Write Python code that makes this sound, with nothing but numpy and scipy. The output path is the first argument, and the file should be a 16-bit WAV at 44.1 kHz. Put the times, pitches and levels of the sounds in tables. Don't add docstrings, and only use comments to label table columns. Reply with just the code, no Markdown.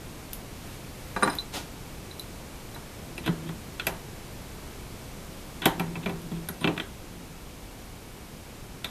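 import sys
import numpy as np
from scipy import signal
from scipy.fft import rfft, irfft, next_fast_len
from scipy.io import wavfile
from scipy.ndimage import uniform_filter1d

SR = 44100
rng = np.random.default_rng(int(sys.argv[2]) if len(sys.argv) > 2 else 0)


def wrap_up_sound(samples):
    columns = np.atleast_2d(samples).T
    tamed = np.clip(columns, -1, 1)
    steps = np.round(tamed * 32767).astype(np.int16)
    wavfile.write(sys.argv[1], SR, steps)


N = 392490
TIME = np.arange(N) / SR
HIT_TIME = np.arange(int(.6 * SR)) / SR

# (time [s], clack level [dB], weight [dB], contact hardness [dB],
# share of the free ring time [1], favoured clack [Hz], pitch of the jig's answer [Hz])
BITES = [(3.1788, -30.5, -1, 3, .55, 2600, 2600), (3.2603, -23.5, -2, 4, 1, 3120, 350),
         (3.2756, -23, 11, -1.5, 0.6, 3150, 1450), (3.49, -34, 10, 1, 0.41, 3400, 1480),
         (3.7968, -19.5, -21, -1, 0.66, 3120, 1450), (3.8683, -15, -8, 9.5, 0.78, 2620, 705),
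         (5.619, -23, -4.5, 0, 1, 3360, 1480), (5.656, -9.5, 1.5, 6.5, 0.72, 3180, 760),
         (5.796, -21, 4.5, 4, 1, 2520, 910), (5.9548, -26, 4.5, -21, 0.84, 2420, 890),
         (6.0593, -20.5, 3, -4, 0.86, 2450, 540), (6.0931, -30, 5, 2, 1, 2590, 750),
         (6.3151, -39, 17, 0, 0.8, 3250, 163), (6.4873, -31, 4.5, 14.5, .53, 3800, 1550),
         (6.611, -35.5, 12.5, 0, 0.97, 3490, 990), (6.6428, -13.5, 0.5, -7.5, 0.65, 2820, 202),
         (6.6739, -15, 0, -6, .75, 2670, 520), (6.7769, -23.5, -2.5, -1, 0.44, 2580, 1670),
         (6.7986, -20, -7, -5.5, 0.53, 3220, 1550), (8.8439, -23, -8, 7.5, 0.61, 3650, 3680)]
# (level relative to the clack setting [dB], change with weight [dB/dB], change with hardness [dB/dB])
BITE_COLOUR = [(-7.5, 1, 0), (-11.5, 0.5, 0.16), (-10, 0.16, 0.21), (1, 0, 0), (-21, 0, 0.96),
               (-26, 0.5, 1.64)]
# (time [s], clack level [dB])
BUMPS = [(1.1627, -28.5), (1.2239, -23), (1.2305, -22.5), (1.275, -25), (2.7601, -45)]
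# relative levels of thud, knock, rap, clack, snap, tick [dB]
BUMP_COLOUR = [0.5, 5.5, 4.5, 1, -13.5, -26]
BENCH_FAVOURED_HZ = [280, 780, 950, 1190, 1450, 2350]
# (time [s], low ring level [dB], middle ring re low [dB],
# high ring re low [dB], share of the free ring time [1])
CLINKS = [(1.1638, -32.5, -19, -20, 1), (1.23, -20, -18, -7, 1), (1.298, -31, -5.5, -6, 0.96),
          (1.33, -36, -12, -6, 0.67), (1.3855, -16.5, -38, -27, .59), (2.1113, -32.5, -26, -26, 0.69),
          (2.196, -24.5, -31, -32, .71), (2.747, -36.5, -20, -15, .95), (3.1782, -37.5, -9, -8, .9),
          (3.2622, -32.5, -17, -13, 1), (6.6085, -42, -12, 0, 1)]
# (time [s], level [dB])
TICKS = [(0.3322, -17), (1.3518, -26), (2.1956, -25), (2.746, -37), (3.8679, -17), (5.6572, -14.5),
         (6.218, -36)]
# (time [s], length [s], level [dB])
DRAGS = [(3.23, 0.06, -44), (3.459, .03, -51), (5.627, 0.035, -36), (6.026, .025, -45),
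         (6.332, 0.063, -53.5), (6.62, .032, -42), (6.763, .01, -42)]
# (time [s], hold [s], level [dB])
RUBS = [(.66, 0.093, -50.5), (1.0, 0.13, -54.5), (1.265, .09, -46.5)]
# (time [s], hold [s], level [dB])
SLIDE = [(1.542, 0.029, -34)]
# (time [s], hold [s], level [dB])
LEANS = [(3.29, 0.19, -41.5), (5.81, 0.54, -41.5), (7.17, .08, -47)]

# (frequency [Hz], level [dB], t60 [s])
JIG_MODES = [(118.5, -4.5, 0.3), (166.2, 2.5, 0.36), (205.4, 1.5, 0.12), (251, 2, 0.12), (324, -0.5, 0.16),
             (392.7, -3, 0.43), (517, -7.5, 0.29), (655, 3.5, 0.088), (767, 0, 0.16), (910, -9.5, 0.49),
             (996, 0, 0.19), (1323, -0.5, 0.11), (1456, 4, 0.083), (1690, -12, 0.22), (1900, -1, 0.098),
             (1963, -1, 0.14), (2213, -6, 0.13), (2377, 0, 0.11), (2620, 4, 0.059), (3160, -4, 0.094),
             (3400, 7.5, 0.028), (3794, -4, 0.074), (4140, -10, 0.079), (4830, 8, 0.031), (6160, -1, 0.077),
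             (8060, -1, 0.061), (9250, -28, 0.037), (11340, 2, 0.076), (11950, 0, .05), (12750, 6, 0.04)]
# (frequency [Hz], level [dB], t60 [s])
BENCH_MODES = [(193, 9, 0.15), (293, 1.5, 0.19), (400, 2.5, 0.26), (513, -0.5, 0.41), (580, -3, 0.13),
               (692, -3.5, 0.46), (850, -5, 0.22), (942, 2.5, 0.089), (1170, 7, 0.095), (1304, 7.5, .11),
               (1447, 6, 0.07), (1630, 1.5, 0.14), (1870, 3, 0.1), (2380, -2, 0.12)]
# (frequency [Hz], level [dB], t60 [s])
JAW_MODES = [(3690, 3.5, 0.046), (3990, 11, 0.066), (4030, 0, 0.2), (5060, 0, 0.056), (9130, 2, 0.12),
             (11070, -14.5, .11)]
# (low edge [Hz], high edge [Hz],
# burst t60 before softening [s], ring level [dB], room level [dB], room t60 [s], gain [dB])
REGISTERS = [(117.3, 439, 0.11, 2, 0, 0.37, 5.5), (452, 1250, 0.13, 1.5, 0, 0.36, 4),
             (1307, 2086, 0.033, -6.5, -10, 0.32, 2), (2130, 4230, 0.035, -4, -13, 0.29, -4.5),
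             (4080, 8360, 0.009, -8, -11, 0.16, 1), (8800, 12800, 0.0049, -13.5, -23.5, 0.21, 5.5)]

# (frequency [Hz], relative level [dB])
SWISH_SPECTRUM = [(120, -32), (200, 2), (445, -4), (829, -0.5), (1200, -13), (1320, -7), (1690, -9),
                  (3560, -4.5), (14000, -18.5)]
# (frequency [Hz], relative level [dB])
SKIN_SPECTRUM = [(300, -5), (700, 2), (2500, 5), (6000, -4), (13000, -3)]
# (frequency [Hz], relative level [dB])
ROOM_SPECTRUM = [(11, -32), (18, -1), (123, -5.5), (240, -9.5), (276, -11), (481, -14), (523, -15.5),
                 (864, -19), (1880, -25), (2290, -24), (3200, -26.5), (11800, -32), (14000, -32.5)]
# (time [s], level [dB])
ROOM_LEVEL = [(0, -41.5), (5.5, -41), (7.2, -43)]
# (frequency [Hz], peak level [dB])
WHINE = [(2277, -65.5), (7881, -78)]

ANSWER_DB, ANSWER_WIDTH = 1.5, 0.2
THUD_HZ, DEEP_THUD_HZ = 320, 169.7
DEEP_ABOVE_DB = 1.5
TOP_HZ = 14150


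def amp(db):
    return 10 ** (np.asarray(db) / 20)


def unit(x):
    return x / np.sqrt(np.mean(x ** 2) + 1e-20)


def onset_unit(x):
    return x / np.sqrt(np.mean(x[:SR // 50] ** 2) + 1e-20)


def fade(t60):
    return amp(-60 * HIT_TIME / max(t60, 1e-3))


def add(track, s, x):
    part = track[max(round(s * SR), 0):][:len(x)]
    part += x[:len(part)]


def band_noise(low_hz, high_hz):
    edges_hz = [low_hz, min(high_hz, SR * .49)]
    sos = signal.butter(N=9, Wn=edges_hz, btype="bandpass", fs=SR, output="sos")
    noise = signal.sosfilt(sos, rng.standard_normal(2 * len(HIT_TIME)))
    return unit(noise[len(HIT_TIME):])


def coloured(spectrum):
    size = next_fast_len(N)
    curve_hz, curve_db = np.transpose(spectrum)
    bin_hz = np.fft.rfftfreq(size, 1 / SR)
    gain = amp(np.interp(np.log(bin_hz + 1), np.log(curve_hz), curve_db))
    return unit(irfft(rfft(rng.standard_normal(size)) * gain, size)[:N])


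def resonate(x, hz, width_hz):
    return signal.lfilter(*signal.iirpeak(hz, hz / width_hz, fs=SR), x)


def strokes(rows, attack_s, release_s):
    total = 0
    for s, hold, db in rows:
        before = np.maximum(s - TIME, 0) / attack_s
        after = np.maximum(TIME - s - hold, 0) / release_s
        total = total + amp(db - 60 * (before + after))
    return total


def ring(modes, free=1):
    out = np.zeros(len(HIT_TIME))
    for hz, db, t60 in modes:
        strength = amp(db + rng.normal(0, 2))
        sine = np.sin(2 * np.pi * (hz * HIT_TIME + rng.random()))
        out += strength * fade(t60 * free) * sine
    return out


def blow(modes, levels_db, favoured_hz, free, softness, rise_cycles, favour_db,
         contact_s=0.00056, favour_width=0.18):
    out = np.zeros(len(HIT_TIME))
    for register, db in zip(REGISTERS, levels_db):
        low, high, burst_t60, ring_db, room_db, room_t60, gain_db = register
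        burst = band_noise(low, high) * fade(burst_t60 * softness * free)
        modes_here = [mode for mode in modes if low <= mode[0] < high]
        body = amp(ring_db) * ring(modes_here, free)
        room = amp(room_db) * free * band_noise(low, high) * fade(room_t60)
        rise = 1 - np.exp(-HIT_TIME / (contact_s + rise_cycles / low))
        part = rise * (burst + body + room)
        favoured_here = [hz for hz in favoured_hz if low < hz < high]
        favoured = sum(resonate(part, hz, favour_width * hz) for hz in favoured_here)
        out += amp(db + gain_db) * onset_unit(part + amp(favour_db) * favoured)
    return out


def room_noise():
    tones = sum(amp(db) * np.sin(2 * np.pi * hz * TIME) for hz, db in WHINE)
    level = amp(np.interp(TIME, *np.transpose(ROOM_LEVEL)))
    return level * coloured(ROOM_SPECTRUM) + tones


def ticks(level_db, low_db, room_db):
    track = np.zeros(N)
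    for s, db in TICKS:
        hiss = band_noise(10000, 14000) + amp(low_db) * band_noise(2800, 8500)
        decay = fade(0.0071) + amp(room_db) * fade(0.16)
        add(track, s, amp(db + level_db) * hiss * decay)
    return track


def hands(bench_db):
    rub = strokes(RUBS, attack_s=.6, release_s=.45) * coloured(SKIN_SPECTRUM)
    slide = strokes(SLIDE, attack_s=0.059, release_s=0.27) * coloured(SWISH_SPECTRUM)
    bench = sum(resonate(slide, hz, 2.2 / t60) for hz, db, t60 in BENCH_MODES)
    return rub + slide + amp(bench_db) * bench


def bumps(level_db, free, softness, rise_cycles, favour_db):
    track = np.zeros(N)
    for s, db in BUMPS:
        hit = blow(BENCH_MODES, BUMP_COLOUR, BENCH_FAVOURED_HZ, free, softness, rise_cycles, favour_db)
        add(track, s, amp(db) * hit)
    return amp(level_db) * track


def jaw(level_db, middle_db, high_db, room_db, room_t60):
    track = np.zeros(N)
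    rise = 1 - np.exp(-HIT_TIME / 0.00061)
    for s, db, middle_rel_db, high_rel_db, free in CLINKS:
        groups = [(JAW_MODES[:3], 0),
                  (JAW_MODES[3:4], middle_rel_db + middle_db),
                  (JAW_MODES[4:], high_rel_db + high_db)]
        for modes, rel_db in groups:
            air = rng.standard_normal(len(HIT_TIME))
            tail = unit(sum(amp(mode_db) * resonate(resonate(air, hz, 110), hz, 110)
                            for hz, mode_db, t60 in modes))
            lingering = amp(room_db) * tail * fade(room_t60 * free)
            clink = rise * (onset_unit(ring(modes, free)) + lingering)
            add(track, s, amp(db + rel_db + level_db) * clink)
    return track


def bites(level_db, softness, rise_cycles, favour_db):
    track = np.zeros(N)
    for s, db, weight_db, hard_db, free, clack_hz, answer_hz in BITES:
        levels_db = [db + rel_db + by_weight * weight_db + by_hardness * hard_db
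                     for rel_db, by_weight, by_hardness in BITE_COLOUR]
        thud_hz = DEEP_THUD_HZ if weight_db > DEEP_ABOVE_DB else THUD_HZ
        hit = blow(JIG_MODES, levels_db, [thud_hz, clack_hz], free, softness, rise_cycles, favour_db)
        answer = amp(ANSWER_DB) * resonate(hit, answer_hz, ANSWER_WIDTH * answer_hz)
        add(track, s, hit + answer)
    return amp(level_db) * track


def drags():
    track = np.zeros(N)
    for s, length, db in DRAGS:
        swell = np.sin(np.pi * np.clip(HIT_TIME / length, 0, 1))
        scrape = band_noise(2330, 3830) + amp(-4) * band_noise(630, 2270)
        add(track, s, amp(db) * swell * scrape)
    return track


def strain(upper_db):
    push = rng.standard_normal(N)
    boom_hz = JIG_MODES[1][0]
    boom = unit(resonate(resonate(push, boom_hz, 18), boom_hz, 18))
    upper = unit(sum(resonate(resonate(push, hz, 52), hz, 52) for hz, db, t60 in JIG_MODES[3:5]))
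    return strokes(LEANS, attack_s=1.0, release_s=0.78) * (boom + amp(upper_db) * upper)


def scene():
    fitting = bites(level_db=-10.5, softness=1.77, rise_cycles=0.3, favour_db=5.5) + strain(upper_db=-5.0)
    bench = bumps(level_db=-11.5, free=0.74, softness=1.4, rise_cycles=0.38, favour_db=3.5)
    clinks = jaw(level_db=-13.0, middle_db=7.0, high_db=6.5, room_db=-5.5, room_t60=0.18)
    bright = clinks + ticks(level_db=-6, low_db=-8, room_db=-15.5) + drags()
    return (fitting + bench + bright + hands(bench_db=2) + room_noise())[None]


def record(dry):
    size = next_fast_len(N + 4096)
    hz = np.fft.rfftfreq(size, 1 / SR)
    loss = np.sqrt(1 + (hz / TOP_HZ) ** 160)
    return irfft(rfft(dry, size) / loss, size)[:, :N]


dry = scene()
out = record(dry)
wrap_up_sound(out)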